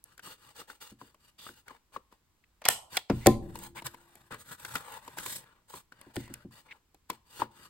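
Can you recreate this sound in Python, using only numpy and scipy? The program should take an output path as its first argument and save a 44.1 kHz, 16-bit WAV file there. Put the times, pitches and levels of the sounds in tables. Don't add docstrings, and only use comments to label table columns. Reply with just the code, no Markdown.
import sys
import numpy as np
from scipy import signal
from scipy.fft import rfft, irfft, next_fast_len
from scipy.io import wavfile

SR = 44100
rng = np.random.default_rng(int(sys.argv[2]) if len(sys.argv) > 2 else 0)


def dump_mix(stems):
    frames = np.atleast_2d(stems).T
    limited = np.clip(frames, -1, 1)
    pcm = np.round(limited * 32767).astype(np.int16)
    wavfile.write(sys.argv[1], SR, pcm)


N = 339129
TIME = np.arange(N) / SR
HIT = TIME[:SR // 7]

# start in seconds, relative levels of steel, housing and crack
# in dB, then the struck part's ring time (t60) in seconds and its pitch in Hz.
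CLACKS = [(2.6175, -46.5, -52, -59, 0.035, 2390), (2.641, -41.5, -52.5, -62, 0.019, 2100),
          (2.6529, -20.5, -41, -30, 0.032, 3350), (2.6598, -21.5, -33, -40, 0.029, 2110),
          (2.6826, -25.5, -35.5, -41, .04, 2638), (2.6863, -9, -21.5, -6.5, 0.013, 2990),
          (2.969, -18.5, -40.5, -24.5, .023, 3410), (2.9725, -13.5, -28.5, -34.5, .016, 3254),
          (3.098, -33.5, -33.5, -51, .05, 2130), (3.2601, -23.5, -29, -33.5, 0.051, 2596),
          (3.2685, -9, -23, -10, .016, 4610), (6.1652, -26.5, -39.5, -36.5, 0.012, 2064)]
# start in seconds, relative level in dB, cut-off in Hz.
THUMPS = [(0.917, -39, 300), (1.013, -40, 400), (1.496, -43, 405), (1.964, -55, 646), (2.662, -50, 900),
          (2.687, -34, 910), (3.099, -12, 440), (3.129, -8.5, 131.7), (3.2617, -9.5, 824),
          (3.2707, -2, 669), (4.323, -35, 198), (5.74, -43, 286), (6.064, -39, 328), (6.167, -17.5, 306),
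          (6.299, -31.5, 280), (6.448, -28.5, 255), (7.105, -40, 447.4), (7.394, -34, 450),
          (7.4208, -31.5, 560), (7.43, -43, 120)]
# start and length in seconds, pitch in Hz, level in dB.
SQUEAKS = [(1.38, 0.1, 3420, -56.5), (2.439, 0.0078, 2140, -62.5), (2.94, 0.027, 1526, -47),
           (3.194, 0.17, 2060, -56.5), (3.765, 0.04, 2250, -46), (6.18, 0.14, 1980, -60.5),
           (6.682, 0.043, 2208, -59.5), (6.7076, 0.023, 2150, -44.5)]
# start in seconds, knock level in dB, knock pitch in Hz,
# relative tick level in dB.
TAPS = [(0.04, -95, 799, -37.5), (0.178, -45.5, 1490, -45), (0.194, -36, 1550, -50),
        (0.274, -34, 1148, -66), (0.616, -35, 1230, -54), (0.7, -31.5, 1460, -46.5),
        (1.014, -34.5, 1017, -78), (1.145, -50, 1090, -58), (1.466, -30.5, 1260, -67),
        (1.49, -34.5, 1500, -61), (1.681, -32.5, 1486, -46.5), (1.707, -36, 1023, -72),
        (1.963, -23, 1094, -58), (2.125, -47.5, 1010, -61), (3.555, -30.5, 919, -38.5),
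        (3.589, -49, 1005, -37), (3.637, -43, 964, -35), (3.821, -35, 940, -46.5),
        (3.860, -35.5, 1020, -33.5), (3.866, -29, 1806, -26.5), (3.944, -37.5, 961, -46.5),
        (4.154, -54, 705, -46), (4.309, -36, 940, -56.5), (4.322, -30.5, 1312, -44),
        (4.344, -37.5, 1130, -43), (4.649, -27, 1540, -34), (4.7548, -13, 1400, -27.5),
        (4.922, -45, 1006, -43), (5.078, -33, 980, -43), (5.172, -33, 890, -48), (5.185, -26.5, 1528, -30),
        (5.261, -28, 1037, -31), (5.739, -31, 1015, -49), (5.922, -37.5, 1495, -55),
        (6.013, -47, 1110, -44.5), (6.158, -37.5, 842, -37.5), (6.278, -47, 980, -54),
        (6.339, -44.5, 1446, -29), (6.945, -51.5, 777, -55), (7.1005, -18.5, 1015, -30),
        (7.4193, -12, 939, -70), (7.429, -30.5, 1160, -62)]
# start and length in seconds, relative levels
# of drone and hiss in dB, swell across the stroke in dB.
STROKES = [(0.043, 0.092, -69.5, -73, 8), (0.219, .11, -54.5, -53.5, 4), (0.371, .14, -65, -66.5, 11),
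           (0.542, 0.064, -57.5, -56.5, 17.5), (0.672, 0.079, -59, -59, -6),
           (0.802, 0.11, -60.5, -56.5, -4.5), (0.984, 0.12, -67, -67.5, -4), (1.195, 0.098, -71, -69, 9.5),
           (1.379, 0.12, -61, -55, 6), (1.51, 0.082, -72, -68, 9.5), (1.658, 0.098, -59, -69.5, 3),
           (1.919, 0.032, -60, -64, 14), (2.11, 0.043, -67.5, -74, -9), (2.891, 0.081, -55.5, -53.5, 25),
           (3.106, 0.17, -62.5, -60, 5), (3.413, 0.15, -65.5, -69.5, 1), (3.537, 0.13, -56, -55, 16),
           (3.746, 0.043, -47, -52, 3), (3.841, 0.023, -47, -47, 9), (3.879, 0.4, -66, -70, -1.5),
           (4.304, 0.047, -46.5, -59.5, -1), (4.377, 0.033, -59.5, -57, 9), (4.438, 0.092, -57, -57, 24),
           (4.574, 0.2, -52, -52, 14), (4.755, 0.22, -52, -58, 13), (5.01, 0.19, -57.5, -62.5, -1),
           (5.166, 0.1, -50, -46.5, -2), (5.251, 0.11, -51, -40.5, 4), (5.372, 0.034, -58, -56, -3),
           (5.404, 0.21, -65.5, -79, -15.5), (5.675, 0.11, -58, -55, 12), (5.915, 0.2, -65.5, -76, 8),
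           (6.135, 0.12, -60.5, -58, 0.5), (6.281, 0.15, -62.5, -72.5, -0.5),
           (6.508, 0.1, -62.5, -62.5, 2.5), (6.646, 0.12, -64, -75.5, 0.5),
           (7.101, 0.062, -58, -62.5, -14.5), (7.244, 0.16, -65, -62.5, 29.5),
           (7.389, 0.055, -49, -63, -5.5), (7.498, 0.16, -64.5, -66.5, 20.5)]

# pitch in Hz, relative level in dB, t60 in seconds.
STEEL_MODES = [(2230, -5, 0.017), (2360, -12, 0.0075), (3510, -12.5, 0.065), (3290, -6.5, 0.021),
               (4110, -6.5, 0.021), (4700, -18.5, 0.021)]
HOUSING_MODES = [(746, -9.5, .05), (1020, -11.5, 0.011), (1440, -7.5, .03), (1820, -12, 0.057)]
TABLE_MODES = [(29.7, -48, 0.79), (66.1, -40, 1.5), (87.8, -27.5, 0.2), (120.9, -25, 0.31),
               (143, -27.5, 0.5), (221.2, -15, 0.19), (273.5, -11.5, 0.13), (345, -51, 1.2),
               (343, -47, 1.9), (347.9, -4.5, 0.085), (475, -22, 0.13), (581, -8, 0.06),
               (708, -12.5, 0.084), (767, -6, .065), (924, -11, 0.053), (1029, -8.5, 0.17)]

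# frequency in Hz, relative level in dB.
RASP_COLOUR = [(1000, -19.5), (2000, 2.5), (3400, -3), (4800, -3), (6500, -10), (10000, -31.5)]
TICK_COLOUR = [(3000, -29), (5500, -4.5), (8500, 5), (11000, 3.5), (15500, -4.5), (18000, -12.5)]
HOUSING_COLOUR = [(100, -21.5), (300, -6.5), (700, 6.5), (1700, -6.5), (2400, -8), (5000, -44)]
TABLE_TOP_COLOUR = [(25, -22.5), (70, -7.5), (200, 14), (400, 6), (800, -21), (1300, -26.5), (3000, -48),
                    (8000, -67)]
TABLE_FRAME_COLOUR = [(20, -5), (45, 1), (85, -5), (170, -1.5), (350, -11), (700, -33), (2000, -66)]
FLEX_COLOUR = [(30, -17), (120, -11), (300, 4), (480, 0), (750, -9), (1500, -35.5)]
SHEET_COLOUR = [(50, -17), (200, -12.5), (450, -5.5), (680, -10), (1000, 0), (1250, -9.5), (1550, -4),
                (2200, -14), (3500, -16), (6000, -31), (12000, -49)]
HISS_COLOUR = [(600, -24), (1800, -8.5), (2600, -10.5), (3600, 3.5), (5000, 1.5), (6500, -2), (8500, 3),
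               (11000, 2), (13500, -1.5), (15500, -4.5), (18000, -14.5)]
ROOM_COLOUR = [(50, 3.5), (200, -1.5), (700, -7), (1500, 2), (3000, 3.5), (8000, -4.5), (16000, 2)]
AIR_COLOUR = [(20, -4.5), (60, 3), (130, -8), (300, -11), (600, -20), (1000, -15), (1600, -20), (4000, -23),
              (9000, -26.5), (16000, -28.5)]

# frequency in Hz, left minus right in dB.
PUNCH_PAN = [(300, 0.75), (800, 3), (1600, -0.5), (3000, 1), (5000, -5), (8000, -0.5)]
CARD_PAN = [(150, 1), (500, 0.5), (1200, 6), (2500, 3), (6000, -0.5)]
# frequency in Hz, likeness from 0 (wide) to 1 (mono).
NEAR_LIKENESS = [(200, 0.9), (600, 0.93), (1200, 0.3), (2200, 0.8), (3800, 0.1), (6000, 0.4), (8000, 0.98)]
ROOM_LIKENESS = [(150, 0.88), (500, 0.6), (1200, 0.35), (3500, 0.069), (6000, 0.3), (8000, 1)]
# time in seconds, relative reverb send in dB.
PUNCH_SEND = [(2.66, -2.5), (2.69, 4.5), (2.96, -10), (3.1, -3), (3.27, -4.5), (6.2, -3.5)]
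# frequency in Hz, t60 in seconds.
ROOM_T60 = [(100, 0.39), (350, 0.3), (700, 0.52), (1500, 0.16), (4000, 0.28), (8000, 0.27), (16000, 0.15)]


def punch_clacks(steel_db=-3, housing_db=8, crack_db=10, graze_db=-20.5, graze_s=.01):
    out = np.zeros((2, N))
    approach = decay(HIT[HIT < graze_s], t60=.038)[::-1]
    for start, steel_hit_db, housing_hit_db, crack_hit_db, t60, hz in CLACKS:
        part = ring([(hz, -4, t60)], HIT)
        steel = part + burst(RASP_COLOUR, t60, rise_s=.00024) + from_db(-8) * ring(STEEL_MODES, HIT)
        housing = burst(HOUSING_COLOUR, 1.4 * t60, rise_s=.00077)
        housing += from_db(-3) * ring(HOUSING_MODES, HIT)
        crack = burst(TICK_COLOUR, .47 * t60, rise_s=.00017)
        graze = approach * noise(RASP_COLOUR, len(HIT))[:, :len(approach)]
        add(out, start, from_db(steel_hit_db + steel_db) * steel)
        add(out, start, from_db(housing_hit_db + housing_db) * housing)
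        add(out, start, from_db(crack_hit_db + crack_db) * crack)
        add(out, start - graze_s, from_db(steel_hit_db + steel_db + graze_db) * graze)
    return out


def low_thumps(settle_s=.02, settle_db=-12, settle_hz=150):
    out, t = np.zeros((2, N)), TIME[:SR + SR // 4]
    table_ring = ring(TABLE_MODES, t, spread_db=1)
    settling = ring(TABLE_MODES, t, spread_db=1)
    shudder = noise(TABLE_FRAME_COLOUR, len(t)) * decay(t, t60=1)
    for start, level_db, cutoff_hz in THUMPS:
        shudder_db = -29 + .56 * level_db
        boom = from_db(1) * table_ring + from_db(shudder_db) * shudder
        boom[:, :len(HIT)] += from_db(-12) * burst(TABLE_TOP_COLOUR, t60=.09, rise_s=.00095)
        add(out, start, from_db(level_db) * soften(boom, cutoff_hz))
        add(out, start + settle_s, from_db(level_db + settle_db) * soften(settling, settle_hz))
    return out


def plastic_squeaks(skirt_ratio=1.136):
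    out = np.zeros((2, N))
    for start, length, hz, db in SQUEAKS:
        band = [(hz / 3, -40), (hz / skirt_ratio, -14), (hz, 0), (hz * skirt_ratio, -10), (hz * 4, -46)]
        size = int(length * SR)
        squeak = noise(band, 2 * len(HIT))[:, :size]
        add(out, start, from_db(db) * squeak * signal.windows.tukey(size, .3))
    return out


def card_taps(taps, sheet_db=-7, brush_db=-17, ring_cycles=21.5, knock_rise_s=.00046):
    out = np.zeros((2, N))
    approach = decay(HIT[:SR // 30], t60=.02)[::-1]
    for start, knock_db, hz, tick_db in taps:
        flex_db = -23 + .79 * knock_db - 12.5 * np.log2(hz / 1000)
        rasp_db = knock_db - 2 + .52 * (tick_db - knock_db)
        panel = ring([(hz, 0, ring_cycles / hz)], HIT) * (1 - np.exp(-HIT / knock_rise_s))
        knock = panel + from_db(sheet_db) * burst(SHEET_COLOUR, t60=.027, rise_s=.0029)
        flex = from_db(flex_db) * burst(FLEX_COLOUR, t60=.077, rise_s=.00016)
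        rasp = from_db(rasp_db) * burst(RASP_COLOUR, t60=.029, rise_s=.0015)
        tick = from_db(tick_db + 7) * burst(TICK_COLOUR, t60=.0081, rise_s=.00026)
        add(out, start, from_db(knock_db) * knock + flex + rasp + tick)
        brush = from_db(knock_db + sheet_db) * noise(SHEET_COLOUR, len(approach))
        brush += from_db(rasp_db) * noise(HISS_COLOUR, len(approach))
        add(out, start - len(approach) / SR, from_db(brush_db) * approach * brush)
    return out


def card_slides(drone_db=-1, panel_db=-6, scratch_db=-2, scuff_db=-11.5, lifted_s=(3.4, 5.9)):
    drone_gain, hiss_gain = stroke_envelopes()
    catches = from_db(2.5 * flutter(per_s=120))
    grains = from_db(1.5 * flutter(per_s=2300))
    shapes = np.array([from_db(8 * flutter(per_s=9)) for _ in range(2)])
    shapes /= np.linalg.norm(shapes, axis=0)
    sheet = sum(share * noise(SHEET_COLOUR, N, ripple_db=5, ripple_hz=121.2) for share in shapes)
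    hiss = sum(share * noise(HISS_COLOUR, N, ripple_db=5, ripple_hz=288.8) for share in shapes)
    rasp = sum(share * noise(RASP_COLOUR, N, ripple_db=7, ripple_hz=216) for share in shapes)
    on_punch = (TIME < lifted_s[0]) | (TIME > lifted_s[1])
    scratch = on_punch * from_db(scratch_db) * rasp
    scuff = on_punch * from_db(scuff_db) * noise(FLEX_COLOUR, N)
    drone = from_db(drone_db) * drone_gain * (sheet + scuff + from_db(panel_db) * panel_song())
    friction = hiss_gain * grains * (hiss + scratch)
    return catches * (drone + friction)


def stroke_envelopes(attack_s=.014, release_t60=.11, arch_db=1.5):
    out, t = np.zeros((2, N)), TIME[:SR // 2]
    attack = np.minimum(t / attack_s, 1)
    for start, length, drone_db, hiss_db, swell_db in STROKES:
        travel = np.minimum(t / length, 1)
        speed_db = arch_db * (np.sin(np.pi * travel) - 2 / np.pi)
        hold = from_db(swell_db * (travel - .5) + speed_db)
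        release = decay(np.maximum(t - length, 0), release_t60)
        add(out, start, from_db([[drone_db], [hiss_db]]) * attack * hold * release)
    return out


def panel_song(width_hz=130):
    starts, _, hz, _ = np.transpose(TAPS)
    pitch_hz = np.interp(TIME, starts, hz)
    carrier = np.exp(2j * np.pi * np.cumsum(pitch_hz) / SR)
    narrow = signal.butter(2, width_hz, fs=SR, output="sos")
    real, imaginary = signal.sosfilt(narrow, rng.standard_normal((2, N)))
    return rms_one(real * carrier.real + imaginary * carrier.imag)


def edge_snags(per_s=5.9, tries=4, low_hz=910, high_hz=1570, knock_db=8.5, tick_db=1, spread_db=1.5):
    taps = []
    for start, length, drone_db, hiss_db, swell_db in STROKES:
        for chance, where, grip, force in rng.random((tries, 4)):
            if chance < per_s * length / tries:
                db = swell_db * (where - .5) + spread_db * (2 * force - 1)
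                hz = low_hz + grip * (high_hz - low_hz)
                taps.append((start + where * length, drone_db + knock_db + db, hz, hiss_db + tick_db + db))
    return taps


def table_bounce(x, share=.42, delay_s=.000872, sway=.35):
    height = np.exp(sway * flutter(per_s=5))
    delays = delay_s * height * np.array([[1], [1.25]])
    echo = np.array([np.interp(TIME - delay, TIME, side) for delay, side in zip(delays, x)])
    treble = signal.butter(2, 6000, "high", fs=SR, output="sos")
    left_excess = echo[0] - echo[1] + 1e-12 * rng.standard_normal(N)
    echo[1] += signal.sosfiltfilt(treble, left_excess)
    return (x + share * echo) / np.hypot(1, share)


def room(x, build_s=.013):
    t = TIME[:SR]
    diffuse = rfft(noise(ROOM_COLOUR, SR, ROOM_LIKENESS))
    log_hz = np.log(np.arange(SR // 2 + 1) + 1)
    centres, tail = np.log([hz for hz, _ in ROOM_T60]), 0
    for share, (_, t60) in zip(np.eye(len(centres)), ROOM_T60):
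        band = np.interp(log_hz, centres, share)
        tail += irfft(diffuse * band, SR) * decay(t, t60)
    tail *= np.where(t > build_s, 1, .25)
    return signal.fftconvolve(x, rms_one(tail) / np.sqrt(SR), axes=1)[:, :N]


def room_air(level_db=-72):
    return from_db(level_db) * noise(AIR_COLOUR, N, ROOM_LIKENESS)


def ring(modes, t, spread_db=1.5, rise_s=.000093):
    out = np.zeros(len(t))
    for hz, db, t60 in modes:
        gain = from_db(db + spread_db * rng.normal())
        out += gain * np.sin(2 * np.pi * (hz * t + rng.random())) * decay(t, t60)
    return out * (1 - np.exp(-t / rise_s))


def burst(colour, t60, rise_s):
    swell = (1 - np.exp(-HIT / max(rise_s, .0004))) ** 2
    return noise(colour, len(HIT), ripple_db=2.5) * decay(HIT, t60) * swell


def noise(colour, size, likeness=NEAR_LIKENESS, ripple_db=0, ripple_hz=260):
    n = next_fast_len(size)
    hz = np.arange(n // 2 + 1) * SR / n
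    mid, side = rfft(rng.standard_normal((2, n)))
    peaks = rng.standard_normal(size=200)
    level_db = at_hz(colour, hz) + ripple_db * np.interp(hz / ripple_hz, np.arange(len(peaks)), peaks)
    alike = at_hz(likeness, hz)
    pair = np.sqrt(1 + alike) * mid + np.sqrt(1 - alike) * side * [[1], [-1]]
    return rms_one(irfft(pair * from_db(level_db), n)[:, :size])


def soften(x, cutoff_hz):
    return signal.sosfilt(signal.butter(3, cutoff_hz, fs=SR, output="sos"), x)


def place(x, pan, lead_s=0):
    n = next_fast_len(N + SR // 10)
    hz = np.arange(n // 2 + 1) * SR / n
    lead_turns = lead_s * hz * np.interp(hz, [2500, 4500], [1, 0])
    half = np.array([[.5], [-.5]])
    panned = rfft(x, n) * from_db(at_hz(pan, hz) * half)
    return irfft(panned * np.exp(2j * np.pi * lead_turns * half), n)[:, :N]


def flutter(per_s):
    knots = rng.standard_normal(N // 10)
    return np.interp(TIME * per_s, np.arange(len(knots)), knots)


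def decay(t, t60):
    return np.exp(-np.log(1000) * t / t60)


def add(out, start_s, sound):
    i = int(np.clip(round(start_s * SR), 0, N - 1))
    out[:, i:i + sound.shape[-1]] += sound[..., :N - i]


def at_hz(points, hz):
    table_hz, value = np.transpose(points)
    return np.interp(np.log(np.maximum(hz, 1)), np.log(table_hz), value)


def from_db(db):
    return 10 ** (np.asarray(db) / 20)


def rms_one(x):
    return x / np.sqrt(np.mean(x ** 2) + 1e-20)


def scene(room_db=-13.5, thump_send_db=-3, card_send_db=-9.5):
    clacks, thumps = punch_clacks(), low_thumps()
    punch = place(clacks + thumps + plastic_squeaks(), PUNCH_PAN)
    handling = card_taps(TAPS) + table_bounce(card_slides()) + card_taps(edge_snags())
    card = place(handling, CARD_PAN, lead_s=.0001)
    clack_send = from_db(np.interp(TIME, *np.transpose(PUNCH_SEND))) / np.sqrt(2)
    room_feed = clack_send * clacks + from_db(thump_send_db) * thumps + from_db(card_send_db) * card
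    reflections_a = room(room_feed)
    reflections_b = room(clack_send * punch_clacks())
    return punch + card + from_db(room_db) * (reflections_a + reflections_b) + room_air()


def record(dry, treble_lag_s=.000254, peak_limit=.9, cutoff_hz=16300):
    n = next_fast_len(N + SR // 10)
    hz = np.arange(n // 2 + 1) * SR / n
    lag_turns = np.maximum(hz * treble_lag_s - 1, 0)
    left = irfft(rfft(dry[0], n) * np.exp(-2j * np.pi * lag_turns), n)[:N]
    rounded = peak_limit * np.tanh(np.array([left, dry[1]]) / peak_limit)
    return signal.sosfilt(signal.ellip(10, .2, 80, cutoff_hz, fs=SR, output="sos"), rounded)


dry = scene()
out = record(dry)
dump_mix(out)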